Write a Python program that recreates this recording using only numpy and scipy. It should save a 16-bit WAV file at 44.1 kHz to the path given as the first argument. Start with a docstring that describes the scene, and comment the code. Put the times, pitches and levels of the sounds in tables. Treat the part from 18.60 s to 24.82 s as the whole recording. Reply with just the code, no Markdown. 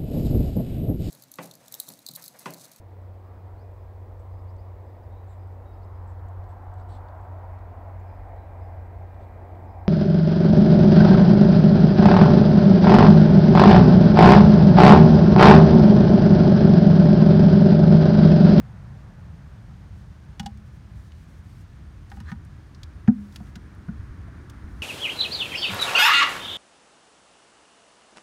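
"""Outdoors on concrete, a big clear plastic jar stands close to a phone. A hand clips it twice, shifts it
and tips it over: the thin wall snaps, grit ticks underneath, the base scrapes, and the side lands with
one hollow knock that leaves the air inside humming. Fingers rustle and bump on the plastic.
A low rumble, a wash like distant traffic and a faint insect-like trill run under it all."""
import sys
import numpy as np
from scipy import signal
from scipy.fft import rfft, irfft
from scipy.io import wavfile
from scipy.ndimage import uniform_filter1d, minimum_filter1d

SR = 44100
rng = np.random.default_rng(int(sys.argv[2]) if len(sys.argv) > 2 else 0)


def dump_mix(stems):
    """Bounce the given channels to the path in sys.argv[1] as a 16-bit WAV at rate SR."""
    frames = np.atleast_2d(stems).T  # one column per channel
    limited = np.clip(frames, -1, 1)  # hard clip at full scale
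    pcm = np.round(limited * 32767).astype(np.int16)
    wavfile.write(sys.argv[1], SR, pcm)


N = 274326
TIME = np.arange(N) / SR  # seconds into the scene
RING = np.arange(SR) / SR  # seconds after a hit
BIN_HZ = np.fft.rfftfreq(N, 1 / SR)
LANDING_S = 4.4805  # the jar falls on its side


def undb(db):
    """Decibels to gain."""
    return 10 ** (np.asarray(db) / 20)


def unit(x):
    """Scale to rms 1."""
    return x / np.sqrt(np.mean(x ** 2))


def at_level(hit, db):
    """Give the first 30 ms of a hit this rms level."""
    return hit * undb(db) / np.sqrt(np.mean(hit[:int(.03 * SR)] ** 2))


def add(out, start_s, x):
    """Mix x in from start_s."""
    i = int(start_s * SR)
    out[i:i + len(x)] += x[:N - i]


def decay(t60):
    """A one-second envelope that falls 60 dB in t60 seconds."""
    return np.exp(-np.log(1000) * RING / max(t60, 1e-3))


def modes(table):
    """Damped sines; neighbouring modes swing in opposite directions."""
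    return sum((-1) ** k * undb(db) * decay(t60) * np.sin(2 * np.pi * hz * RING)
               for k, (hz, db, t60) in enumerate(table))


def wall_eq(x, centre_hz, slope_db):
    """Roll off both sides of centre_hz; the thin wall also loses bass and the highest treble."""
    size = len(x)
    hz = np.maximum(np.fft.rfftfreq(size, 1 / SR), 1)
    focus_db = -abs(slope_db) * np.abs(np.log2(hz / centre_hz))
    bass_db = 9 * np.clip(np.log2(hz / 650), -3, 0)
    treble_db = -7.6 * np.maximum(np.log2(hz / 5600), 0)
    # minimum phase, so nothing rings ahead of the attack
    cepstrum = irfft(np.log(undb(focus_db + bass_db + treble_db)), size)
    cepstrum[1:size // 2] *= 2
    cepstrum[size // 2 + 1:] = 0
    return irfft(rfft(x) * np.exp(rfft(cepstrum)), size)


def soften(x, contact_s):
    """A soft contact spreads the blow over time."""
    pulse = np.sin(np.pi * np.minimum(RING[:512] / contact_s, 1)) ** 2
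    return signal.lfilter(pulse / pulse.sum(), 1, x)


def grit(size, spread_db):
    """Dense tiny slips of unequal size."""
    return unit(rng.standard_normal(size) * undb(spread_db * np.minimum(rng.exponential(size=size), 4)))


def crackle(t60, rise_s):
    """A gritty burst bounces round the jar: it builds for a moment, then fades."""
    return grit(SR, spread_db=1.5) * decay(t60) * (1 - .5 * np.exp(-RING / rise_s))


def drift(rate_hz):
    """Smooth random modulation, rms 1."""
    hold = int(SR / rate_hz)
    steps = np.repeat(rng.standard_normal(N // hold + 1), hold)
    return unit(uniform_filter1d(uniform_filter1d(steps, hold), hold)[:N])


def stroke(start_s, length_s, db, attack_s=.027, release_s=.028, growth_db=3.5):
    """Envelope of one hand move: it presses harder towards its end, staying a little under db."""
    elapsed = TIME - start_s
    gate = np.interp(elapsed, [0, min(attack_s, length_s), length_s, length_s + release_s], [0, 1, 1, 0])
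    progress = np.clip(elapsed / length_s, 0, 1)
    return gate * undb(db + growth_db * (progress - 1.5))


# tone curve of the outdoor bed, applied within each band: frequency_hz, gain_db
AIR_CURVE = [(13, -53), (22, -22.5), (29, -38), (39, -2.5), (70, 5.5), (155, -5.5), (204, -11),
             (235, -17.5), (300, -17.5), (454, -29), (1700, -32.5), (2720, -46.5), (6500, -54), (7730, -59),
             (9110, -58.5), (10400, -66.5), (11500, -63.5), (15800, -68)]
# its bands (rumble, hum, drone, low wash, high wash, hiss): low_hz, high_hz
AIR_BANDS = [(22, 115), (115, 220), (220, 450), (450, 1000), (1000, 2400), (2400, 16000)]
# steady floor of each band: level_db
FLOOR_DB = [-44, -50.5, -62.5, -66.5, -66.5, -67.5]
# one distant vehicle leaving, one coming: nearest_s, half_power_s, then level_db per band when nearest
VEHICLES = [(.2, 0.74, -67, -44, -73, -60, -62.5, -83.5), (6.0, 0.89, -44, -58.5, -51, -65.5, -57, -73.5)]
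# bass swells as the jar or the phone is moved: start_s, length_s, gain_db
BASS_SWELLS = [(1.75, 0.25, -45), (3.55, 0.29, -43), (5.217, .46, -40), (5.997, 0.24, -38)]


def outdoors():
    """A bed of rumble and hiss; vehicles swell and fade with distance, and the low bands flutter most."""
    hz = np.maximum(BIN_HZ, 1)
    curve_hz, curve_db = np.transpose(AIR_CURVE)
    tone = undb(np.interp(np.log(hz), np.log(curve_hz), curve_db))
    out = np.zeros(N)
    for k, (low_hz, high_hz) in enumerate(AIR_BANDS):
        bandpass = 1 / np.sqrt((1 + (low_hz / hz) ** 12) * (1 + (hz / high_hz) ** 12))
        band = unit(irfft(rfft(rng.standard_normal(N)) * tone * bandpass, N))
        power = undb(FLOOR_DB[k]) ** 2
        for nearest_s, half_power_s, *band_db in VEHICLES:
            power += undb(band_db[k]) ** 2 / (1 + ((TIME - nearest_s) / half_power_s) ** 2)
        if k == 0:
            power += sum(stroke(*swell) ** 2 for swell in BASS_SWELLS)
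        flutter_db = 1.3 if high_hz < 300 else .4
        out += band * np.sqrt(power) * undb(flutter_db * drift(rate_hz=14))
    return out


# glide of the high trill: time_s, pitch_hz
TRILL_GLIDE = [(0, 8900), (1.8, 9020), (2.3, 8990), (6.22, 9100)]


def trill(width_hz=190, level_db=-83.5, pulse_hz=19.5, depth=.22, growth_db_per_s=1.1):
    """A thin, pulsing band of noise, like an insect, that creeps up in pitch and level."""
    flicker = irfft(rfft(rng.standard_normal(N)) / (1 + (BIN_HZ / width_hz) ** 2), N)
    pitch_hz = np.interp(TIME, *np.transpose(TRILL_GLIDE))
    carrier = np.sin(2 * np.pi * np.cumsum(pitch_hz) / SR)
    tremolo_hz = pulse_hz * (1 + .05 * drift(rate_hz=3))
    tremolo = 1 + depth * np.sin(2 * np.pi * np.cumsum(tremolo_hz) / SR)
    return undb(level_db) * unit(carrier * flicker * tremolo * undb(growth_db_per_s * TIME))


# fingers sliding on the plastic: start_s, length_s, gain_db
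FINGER_SLIDES = [(1.33, 0.094, -69.5), (2.03, .05, -71), (2.11, .05, -73), (2.33, .15, -67),
                 (2.53, 0.11, -69), (2.66, .13, -67.5), (2.82, 0.2, -66), (3.488, 0.081, -63.5),
                 (3.666, .05, -63), (4.475, 0.28, -67.5), (4.722, .17, -65), (6.08, 0.18, -67)]


def finger_rub():
    """Skin slides over the smooth wall in uneven strokes with a faint, bright rustle."""
    rustle = unit(wall_eq(grit(N, spread_db=2), centre_hz=11000, slope_db=2))
    pressure = sum(stroke(*slide) for slide in FINGER_SLIDES)
    return rustle * pressure * undb(1.4 * drift(rate_hz=25))


# bright ring of the thin wall: pitch_hz, gain_db, t60_s
WALL_MODES = [(955, 1, .09), (1250, -2, .07), (1465, -1, .06), (1650, -3, .035), (1840, 0, .04),
              (2130, -5, .025), (2920, 4, .04), (3380, 1, .035), (4520, -4, .035), (4900, -4, .03),
              (5270, -2, .04), (5990, 3, .03), (6510, -3, .055), (7020, -4, .03), (8730, -4, .03),
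              (11000, -4, .03)]


def wall_snap(centre_hz, slope_db, crack_db=3):
    """The wall cracks and rings; every spot favours other modes and detunes them a little."""
    mode_hz, mode_db, t60 = np.transpose(WALL_MODES)
    detune, favour = rng.standard_normal((2, len(WALL_MODES)))
    # a dull contact hardly wakes the high modes
    dull_db = 1.3 * slope_db * np.maximum(np.log2(mode_hz / centre_hz), 0)
    spot = zip(mode_hz * (1 + .004 * detune), mode_db + 2 * favour - dull_db, t60)
    ring = modes(spot) * (1 - decay(t60=.01))
    crack = crackle(t60=.033, rise_s=.005)
    return wall_eq(at_level(ring, 0) + at_level(crack, crack_db), centre_hz, slope_db)


# ring of the stiff base: pitch_ratio, gain_db, t60_s
BASE_MODES = [(1, 0, .08), (.91, -9, .045)]


def base_ring(start_s, upright_hz=805, tipped_hz=738, sag_hz_per_s=53):
    """The base rings lower once the jar lies on its side, and lower still as it is tilted on."""
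    pitch_hz = upright_hz if start_s < LANDING_S else tipped_hz - sag_hz_per_s * (start_s - LANDING_S)
    pickup = 1 - decay(t60=.018)  # it takes a few cycles to follow the wall
    return modes([(pitch_hz * ratio, db, t60) for ratio, db, t60 in BASE_MODES]) * pickup


# low thump of the jar flexing under a tap: pitch_hz, gain_db, t60_s
FLEX_MODES = [(122, -2, 0.12), (177, 5.5, 0.098), (217.8, 0.5, 0.17), (242, -4, 0.091)]
# taps on the jar: start_s, wall_db, centre_hz, slope_db_per_octave, base_db, thump_db
JAR_TAPS = [ (1.7961, -39.5, 3370, 6.5, -43, -34), (1.8295, -62, 3600, 5, -53, -43),
            (1.8601, -44, 3950, 6.5, -37.5, -40), (3.5156, -51, 1770, 9, -49.5, -63),
            (3.5695, -58, 1600, 9, -54.5, -46.5), (3.602, -53, 1630, 3.5, -63, -45),
            (3.7162, -45, 1760, 10, -53, -33), (4.4764, -43, 1750, 16.5, -42, -51.5),
            (4.4808, -38.5, 1610, 24.5, -37.5, -30), (4.802, -60, 1200, 6, -56, -41),
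            (4.957, -57, 1600, 15, -63, -40.5), (5.2839, -52, 1460, 24, -57, -29),
            (5.6800, -65, 1600, 5, -57.5, -72)]


def taps(hum_hz=208, hum_t60_s=1.2, hum_under_base_db=7):
    """Each tap snaps the wall, flexes the jar and rings the base, which pumps the air in the mouth."""
    out = np.zeros(N)
    thump = soften(modes(FLEX_MODES), contact_s=.0015)
    hum = modes([(hum_hz, 0, hum_t60_s)])
    for start_s, wall_db, centre_hz, slope_db, base_db, thump_db in JAR_TAPS:
        add(out, start_s, at_level(wall_snap(centre_hz, slope_db), wall_db))
        add(out, start_s, at_level(base_ring(start_s), base_db))
        add(out, start_s, at_level(thump, thump_db))
        add(out, start_s, at_level(hum, base_db - hum_under_base_db))
    return out


# grit under the jar: start_s, level_db, centre_hz, slope_db_per_octave (sign ignored)
GRIT_TICKS = [ (1.973, -69.5, 5000, 2), (2.52, -63.5, 2600, 10), (3.5000, -65, 5000, 8),
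              (3.8495, -70.5, 9000, 9), (4.147, -61.5, 4530, 16), (4.2325, -50.5, 3800, 6.5),
              (4.479, -61, 6000, 22), (4.7237, -66, 6500, 3), (4.7597, -47.5, 2700, 4),
              (4.8700, -67, 3000, 9), (4.956, -52.5, 4000, -5), (5.149, -76, 11000, 18),
              (5.8980, -56.5, 4900, -2)]


def grit_ticks():
    """Sand grains crack between plastic and concrete: short, dry bursts."""
    out = np.zeros(N)
    for start_s, level_db, centre_hz, slope_db in GRIT_TICKS:
        tick = wall_eq(crackle(t60=.027, rise_s=.01), centre_hz, slope_db)
        add(out, start_s, at_level(tick, level_db))
    return out


# resonances of the dragged base: centre_hz, width_hz, gain_db
RASP_PEAKS = [(1240, 550, 0), (1750, 470, 3), (3440, 390, -15), (4100, 290, -9.5), (6200, 3600, -23)]
# envelope of the drag: time_s, level_db
SCRAPE_ENVELOPE = [(3.645, -68), (3.66, -55), (3.69, -47), (3.703, -44), (3.712, -57), (3.73, -63)]


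def base_scrape():
    """Grains of concrete catch the base as it shifts."""
    response = sum(undb(db) / (1 + (2 * (BIN_HZ - hz) / width) ** 2) for hz, width, db in RASP_PEAKS)
    rasp = unit(irfft(rfft(grit(N, spread_db=-1)) * response, N))
    time_s, level_db = np.transpose(SCRAPE_ENVELOPE)
    return rasp * undb(np.interp(TIME, time_s, level_db, left=-np.inf, right=-np.inf))


# hollow boom of the whole jar under a heavy blow: pitch_hz, gain_db, t60_s
BODY_MODES = [(118.7, -6.5, .052), (212.4, 0, .11), (244.1, -5.6, .156), (204, -27, .85)]
# short overtones on top of the boom: pitch_hz, gain_db, t60_s
KNOCK_OVERTONES = [(316, -0.5, 0.091), (391, 0.5, 0.048), (452, -3, 0.089), (575, -13.5, 0.11)]


def landing_knock(body_db=-6, overtone_db=-33.5):
    """The side lands on the concrete: two close body modes beat and die, the air inside hums on."""
    out = np.zeros(N)
    body = soften(modes(BODY_MODES), contact_s=.0012)
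    overtones = soften(modes(KNOCK_OVERTONES), contact_s=.0021)
    add(out, LANDING_S, at_level(body, body_db) + at_level(overtones, overtone_db))
    return out


# soft, low handling bumps: start_s, pitch_hz, level_db
GRIP_BUMPS = [(5.392, 102.4, -33.5), (5.506, 66, -37.5), (6.037, 69.6, -35.5)]


def grip_bumps(t60_s=.13):
    """The hand shifts its grip: a few slow, dull cycles."""
    out = np.zeros(N)
    for start_s, pitch_hz, level_db in GRIP_BUMPS:
        bump = soften(modes([(pitch_hz, 0, t60_s)]), contact_s=.0075)
        add(out, start_s, at_level(bump, level_db))
    return out


def scene():
    """The jar up front, the outdoor bed behind it, in mono."""
    jar = taps() + grit_ticks() + landing_knock() + base_scrape() + finger_rub() + grip_bumps()
    return (jar + outdoors() + trill())[None]


def record(dry, limit_db=-2.5, slow_share=.52, top_hz=15900):
    """The phone's limiter ducks the loudest peak and lets go, part fast, part slowly; the top is cut."""
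    over_db = np.maximum(20 * np.log10(np.abs(dry) + 1e-9) - limit_db, 0)
    lookahead_db = -minimum_filter1d(-over_db, size=256)
    quick, slow = (np.maximum.accumulate(lookahead_db + db_per_s * TIME, axis=1) - db_per_s * TIME
                   for db_per_s in (348.5, 13.5))
    duck_db = uniform_filter1d(np.maximum(quick, slow_share * slow), size=192)
    lowpass = signal.ellip(8, .2, 70, top_hz, fs=SR, output="sos")
    return signal.sosfilt(lowpass, dry * undb(-duck_db))


dry = scene()
out = record(dry)
dump_mix(out)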